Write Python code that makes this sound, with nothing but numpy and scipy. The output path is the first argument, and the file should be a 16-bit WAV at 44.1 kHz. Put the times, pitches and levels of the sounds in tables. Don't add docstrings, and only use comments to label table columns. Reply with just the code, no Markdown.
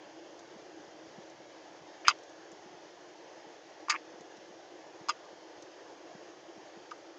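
import sys
import numpy as np
from scipy import signal
from scipy.io import wavfile
from scipy.ndimage import uniform_filter1d

SR = 44100
rng = np.random.default_rng(int(sys.argv[2]) if len(sys.argv) > 2 else 0)


def transcribe(u):
    v = np.clip(np.atleast_2d(u).T, -1, 1)
    q = np.round(v * 32767).astype(np.int16)
    wavfile.write(sys.argv[1], SR, q)


def level_to_linear(level):
    exponent = np.asarray(level, float) / 20
    return 10 ** exponent


N = 317017

# peak time in seconds, slab level in dB, frame level in dB, glass level in dB.
SLIPS = [(2.0502, -39.5, -45, -56), (2.0535, -46, -33, -52), (2.067, -42, -34, -52),
         (2.0716, -42, -25.5, -41), (2.077, -36, -27, -34), (2.0837, -5, -17, -11), (2.088, -38, -23, -21),
         (2.0918, -15, -25, -30), (2.096, -26, -30, -24.5), (2.1024, -26, -29, -34),
         (2.11, -25, -29.5, -43), (3.8855, -26, -42, -53), (3.8963, -32, -36, -38), (3.8994, -20, -30, -23),
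         (3.903, -21, -25, -24), (3.906, -34, -20.5, -24), (3.9131, -24.5, -33, -33),
         (3.9222, -27, -28, -38), (3.9285, -32, -30, -45), (3.9425, -24.5, -43, -48),
         (3.9485, -29.5, -36, -53), (3.954, -30, -30.5, -60), (3.9628, -42, -28.5, -58),
         (5.0877, -24.5, -39, -32), (5.0935, -19, -32, -24), (5.0978, -17.5, -32, -27),
         (5.1055, -25, -33, -37), (6.913, -47, -45.5, -47), (6.917, -32, -51, -55),
         (6.9202, -31.5, -52, -57)]
# start in seconds, slab pitch in Hz, frame pitch in Hz, skin release in seconds.
PITCHES = [
    (0, 1250, 2400, 2.08),
    (2.075, 1215, 2750, 2.131),
    (2.2, 1170, 2250, 3.968),
    (4.5, 1150, 2650, 5.134),
    (6, 1290, 2650, 6.927),
]
# start in seconds, boost of the longest-ringing glass mode in dB,
# tilt of the glass modes around it in dB per octave, glass pitch scatter as a fraction, scratch level in dB.
LANDINGS = [
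    (0, -1, -5, 0.05, -5),
    (3, -3, 4, .14, -1),
    (4.5, 4, 0, .06, -4),
    (6, -5, -1, .1, 1),
]
# slab in dB, frame in dB, glass in dB.
CHATTER_DROP_DB = [6.5, 4.5, 5]
# factor on the frame pitch, level in dB, t60 in seconds.
FRAME_MODES = [(.8, -7, 0.016), (1, -3, 0.012), (1.2, -10.5, 0.029), (1.42, -19, 0.013)]
# pitch in Hz, level in dB, t60 in seconds.
GLASS_MODES = [(4085, -14.5, 0.031), (4280, -10, 0.0058), (4900, 2, 0.025), (5470, -10, 0.028),
               (6340, -3, .02), (6980, -12, 0.0086), (7470, -22, 0.014), (8400, -39, 0.019)]
# time in seconds, peak level in dB, pitch in Hz.
TICKS = [(0.393, -49.5, 6320), (1.2994, -54, 6270), (2.187, -54, 5700), (2.2338, -52, 6100),
         (2.2952, -54, 6340), (2.517, -49, 6740), (4.2074, -49.5, 6340), (4.3695, -51.5, 5820),
         (5.624, -47, 6410), (6.979, -58, 6600)]
# time in seconds, peak level in dB, pitch in Hz.
THUDS = [(0.555, -51.5, 220), (0.869, -58, 186), (1.064, -62, 129), (1.176, -47.5, 219), (1.393, -60, 191),
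         (1.804, -56, 153), (2.075, -48.5, 107), (2.522, -56, 200), (2.652, -55, 234), (2.733, -56, 164),
         (3.461, -60, 220), (3.894, -60, 180), (4.132, -57, 240), (4.196, -56, 228), (4.371, -56, 236),
         (4.497, -57, 236), (5.006, -53, 170), (5.316, -61, 199), (5.626, -62, 148), (6.143, -49.5, 210),
         (6.566, -51, 210), (6.765, -51.5, 210)]
# frequency in Hz, density in dB per Hz.
HUM_SPECTRUM = [(265, -25.5), (318, 1), (400, -7.5), (560, -6), (860, -9.5), (1000, -14.5), (1350, -20),
                (1690, -16), (2500, -24), (3100, -21.5), (3900, -26.5), (5000, -24), (6700, -25.5),
                (9000, -66.5)]
# frequency in Hz, density in dB per Hz.
RUMBLE_SPECTRUM = [(25, -25.5), (60, -10), (120, -3), (170, 0.5), (260, -3.5), (400, -27.5)]
# time in seconds, rumble level in dB.
RUMBLE_LEVEL = [(0, -73), (1.4, -69), (2.05, -75), (2.7, -73), (7.19, -75)]

CHATTER_S, CHATTER_MOST = 0.004, 5
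CHATTER_SCATTER_DB, CHATTER_JITTER_S = 5, 0.0015
SLAB_WANDER, FRAME_WANDER = 0.22, 0.14
SLAB_RISE_MS, FRAME_RISE_MS, GLASS_RISE_MS = 1.94, 2.195, 2.1
SLAB_T60_S, SCRATCH_T60_S, CABIN_T60_S = 0.0072, 0.014, 0.055
SCRATCH_LOW_HZ, SCRATCH_HIGH_HZ = 2600, 7220
TOUCH_LOW_HZ, LEAD_S = 810, 0.0007
TICK_MS, TICK_DULL_DB = 13.7, -4
THUD_MS = 25.0
CABIN_DB, HUM_DB, HISS_DB = -14, -52, -94


def touches():
    slips = chatter()
    out = slab(slips)
    factor, frame_mode_db, frame_t60 = np.transpose(FRAME_MODES)
    glass_hz, base_db, glass_t60 = np.transpose(GLASS_MODES)
    longest_hz = glass_hz[np.argmax(glass_t60)]
    rubs = scratches(len(slips))
    lucks = rng.random((len(slips), 2, 16))
    for (s, _, frame_db, glass_db, _, frame_hz), luck, rub in zip(slips, lucks, rubs):
        _, longest_db, tilt_db, scatter, scratch_db = landing(s)
        picked_db = base_db + longest_db * (glass_hz == longest_hz) + tilt_db * np.log2(glass_hz / longest_hz)
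        frame = ring(frame_hz * factor, frame_mode_db, frame_t60, FRAME_RISE_MS, 0.07, luck[0])
        glass = ring(glass_hz, picked_db, glass_t60, GLASS_RISE_MS, scatter, luck[1])
        scratch = level_to_linear(scratch_db - 2) * rub * swell(GLASS_RISE_MS, SCRATCH_T60_S)
        add(out, s - FRAME_RISE_MS / 1000, level_to_linear(frame_db) * frame)
        add(out, s - GLASS_RISE_MS / 1000, level_to_linear(glass_db - 2) * (glass + scratch))
    return out


def chatter():
    rows = []
    luck = rng.random((len(SLIPS), CHATTER_MOST + 1, 6)) - 0.5
    next_s = [row[0] for row in SLIPS[1:]] + [np.inf]
    for (s, *firm_db), until, draws in zip(SLIPS, next_s, luck):
        _, slab_hz, frame_hz, lift_s = [row for row in PITCHES if row[0] <= s][-1]
        for k, draw in enumerate(draws):
            if k > 0 and s + (k + 0.5) * CHATTER_S >= min(until, lift_s):
                continue
            loose = min(k, 1)
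            at = s + k * CHATTER_S + loose * CHATTER_JITTER_S * draw[0]
            scatter_db = loose * CHATTER_SCATTER_DB * 2 * draw[1:4]
            levels_db = firm_db - k * np.array(CHATTER_DROP_DB) + scatter_db
            slab_now_hz = slab_hz * (1 + SLAB_WANDER * draw[4])
            frame_now_hz = frame_hz * (1 + FRAME_WANDER * draw[5])
            rows.append((at, *levels_db, slab_now_hz, frame_now_hz))
    return rows


def slab(slips):
    s, slab_db, hz = np.transpose(slips)[[0, 1, 4]]
    level = np.zeros(N)
    for at, db in zip(s, slab_db):
        add(level, at - SLAB_RISE_MS / 1000, level_to_linear(db) * swell(SLAB_RISE_MS, SLAB_T60_S))
    pitch_hz = np.interp(np.arange(N) / SR, s, hz)
    return level * np.sin(2 * np.pi * np.cumsum(pitch_hz) / SR)


def ring(hz, db, t60, rise_ms, spread, luck):
    t = np.arange(SR // 20) / SR
    shift, phase = luck[:2 * len(hz)].reshape(2, -1, 1)
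    shifted_hz = hz[:, None] * (1 + spread * (shift - 0.5))
    waves = np.sin(2 * np.pi * (shifted_hz * t + phase))
    modes = level_to_linear(db)[:, None] * swell(rise_ms, t60[:, None]) * waves
    return modes.sum(0) / np.linalg.norm(level_to_linear(db))


def scratches(count):
    band = signal.butter(3, [SCRATCH_LOW_HZ, SCRATCH_HIGH_HZ], "band", fs=SR, output="sos")
    grit = signal.sosfilt(band, rng.standard_normal((count, SR // 20)))
    return evened(signal.sosfilt(signal.butter(12, SCRATCH_HIGH_HZ, fs=SR, output="sos"), grit))


def landing(s):
    return [row for row in LANDINGS if row[0] <= s][-1]


def swell(rise_ms, t60):
    t = np.arange(SR // 20) / SR
    rise_s = max(rise_ms, 0.3) / 1000
    rise = np.sin(np.pi / 2 * np.minimum(t / rise_s, 1)) ** 2
    return rise * level_to_linear(-60 * np.maximum(t - rise_s, 0) / t60)


def cabin(x):
    t = np.arange(SR // 6) / SR
    sign = rng.choice([-1.0, 1.0], len(t))
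    present = (rng.random(len(t)) < 0.12) * (t > 0.002)
    taps = sign * present * level_to_linear(-60 * t / CABIN_T60_S)
    return signal.oaconvolve(x, taps / np.linalg.norm(taps))[:N]


def ticks():
    out = np.zeros(N)
    u = np.arange(2000) / SR * 1000 / (0.22 * TICK_MS)
    puff = u * np.exp(1 - u)
    for (s, db, hz), grit in zip(TICKS, rng.standard_normal((len(TICKS), 2, 2000))):
        bright = evened(signal.lfilter(*signal.iirpeak(hz, 5.5, SR), grit[0]))
        dull = evened(signal.lfilter(*signal.iirpeak(3600, 1.1, SR), grit[1]))
        add(out, s - 0.002, level_to_linear(db - 6.5) * (bright + level_to_linear(TICK_DULL_DB) * dull) * puff)
    return signal.sosfilt(signal.butter(10, 7100, fs=SR, output="sos"), out)


def thuds():
    out = np.zeros(N)
    u = np.linspace(0, 1, int(THUD_MS * SR / 1000))
    for (s, db, hz), luck in zip(THUDS, rng.random((len(THUDS), 2))):
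        turns = np.cumsum(hz * (1.15 - 0.32 * u)) / SR
        push = np.sin(2 * np.pi * (turns + luck[0]))
        push += 0.39 * np.sin(2 * np.pi * (0.7 * turns + luck[1]))
        add(out, s - 0.004, level_to_linear(db) * push * np.sin(np.pi * u ** 1.25) ** 2)
    return out


def hum():
    return level_to_linear(HUM_DB) * noise(HUM_SPECTRUM, patchy_db=1.26, flicker_db=0.47, size=2048)


def rumble():
    level_db = np.interp(np.arange(N) / SR, *np.transpose(RUMBLE_LEVEL))
    return level_to_linear(level_db) * noise(RUMBLE_SPECTRUM, patchy_db=-0.5, flicker_db=2.0, size=1024)


def noise(spectrum, patchy_db, flicker_db, size):
    hop = size // 4
    frames, hz = N // hop + 5, np.fft.rfftfreq(size, 1 / SR)
    real, imag, patches = rng.standard_normal((frames, len(hz), 3)).T
    patches = uniform_filter1d(patches, size=9, axis=0)
    patches = evened(uniform_filter1d(patches, size=9, axis=1))
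    flicker = evened(uniform_filter1d(rng.standard_normal(frames), size=4))
    f, level_db = np.transpose(spectrum)
    shape_db = np.interp(np.log(hz + 1), np.log(f), level_db, left=-120, right=-120)
    z = (real + 1j * imag) * level_to_linear(shape_db[:, None] + patchy_db * patches + flicker_db * flicker)
    return evened(signal.istft(z, nperseg=size, noverlap=size - hop)[1][:N])


def evened(x):
    return x / np.sqrt(np.mean(x ** 2) + 1e-20)


def add(mix, s, sound):
    part = mix[round(s * SR):][:len(sound)]
    part += sound[:len(part)]


def scene():
    touch = touches()
    touch = touch + level_to_linear(CABIN_DB) * cabin(touch)
    touch = signal.sosfilt(signal.butter(6, TOUCH_LOW_HZ, "high", fs=SR, output="sos"), touch)
    touch = np.roll(touch, -round(LEAD_S * SR))
    return (touch + ticks() + thuds() + hum() + rumble())[None]


def band_limit(x):
    return signal.sosfilt(signal.butter(12, 15655, fs=SR, output="sos"), x)


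def record(dry):
    top_cut = signal.firwin(255, 9300, window=("kaiser", 9), fs=SR)
    narrow = signal.oaconvolve(dry, top_cut[None], "same")
    narrow = signal.sosfilt(signal.butter(2, 70, "high", fs=SR, output="sos"), narrow)
    hissy = narrow + level_to_linear(HISS_DB) * rng.standard_normal(dry.shape)
    return band_limit(hissy)


dry = scene()
out = record(dry)
transcribe(out)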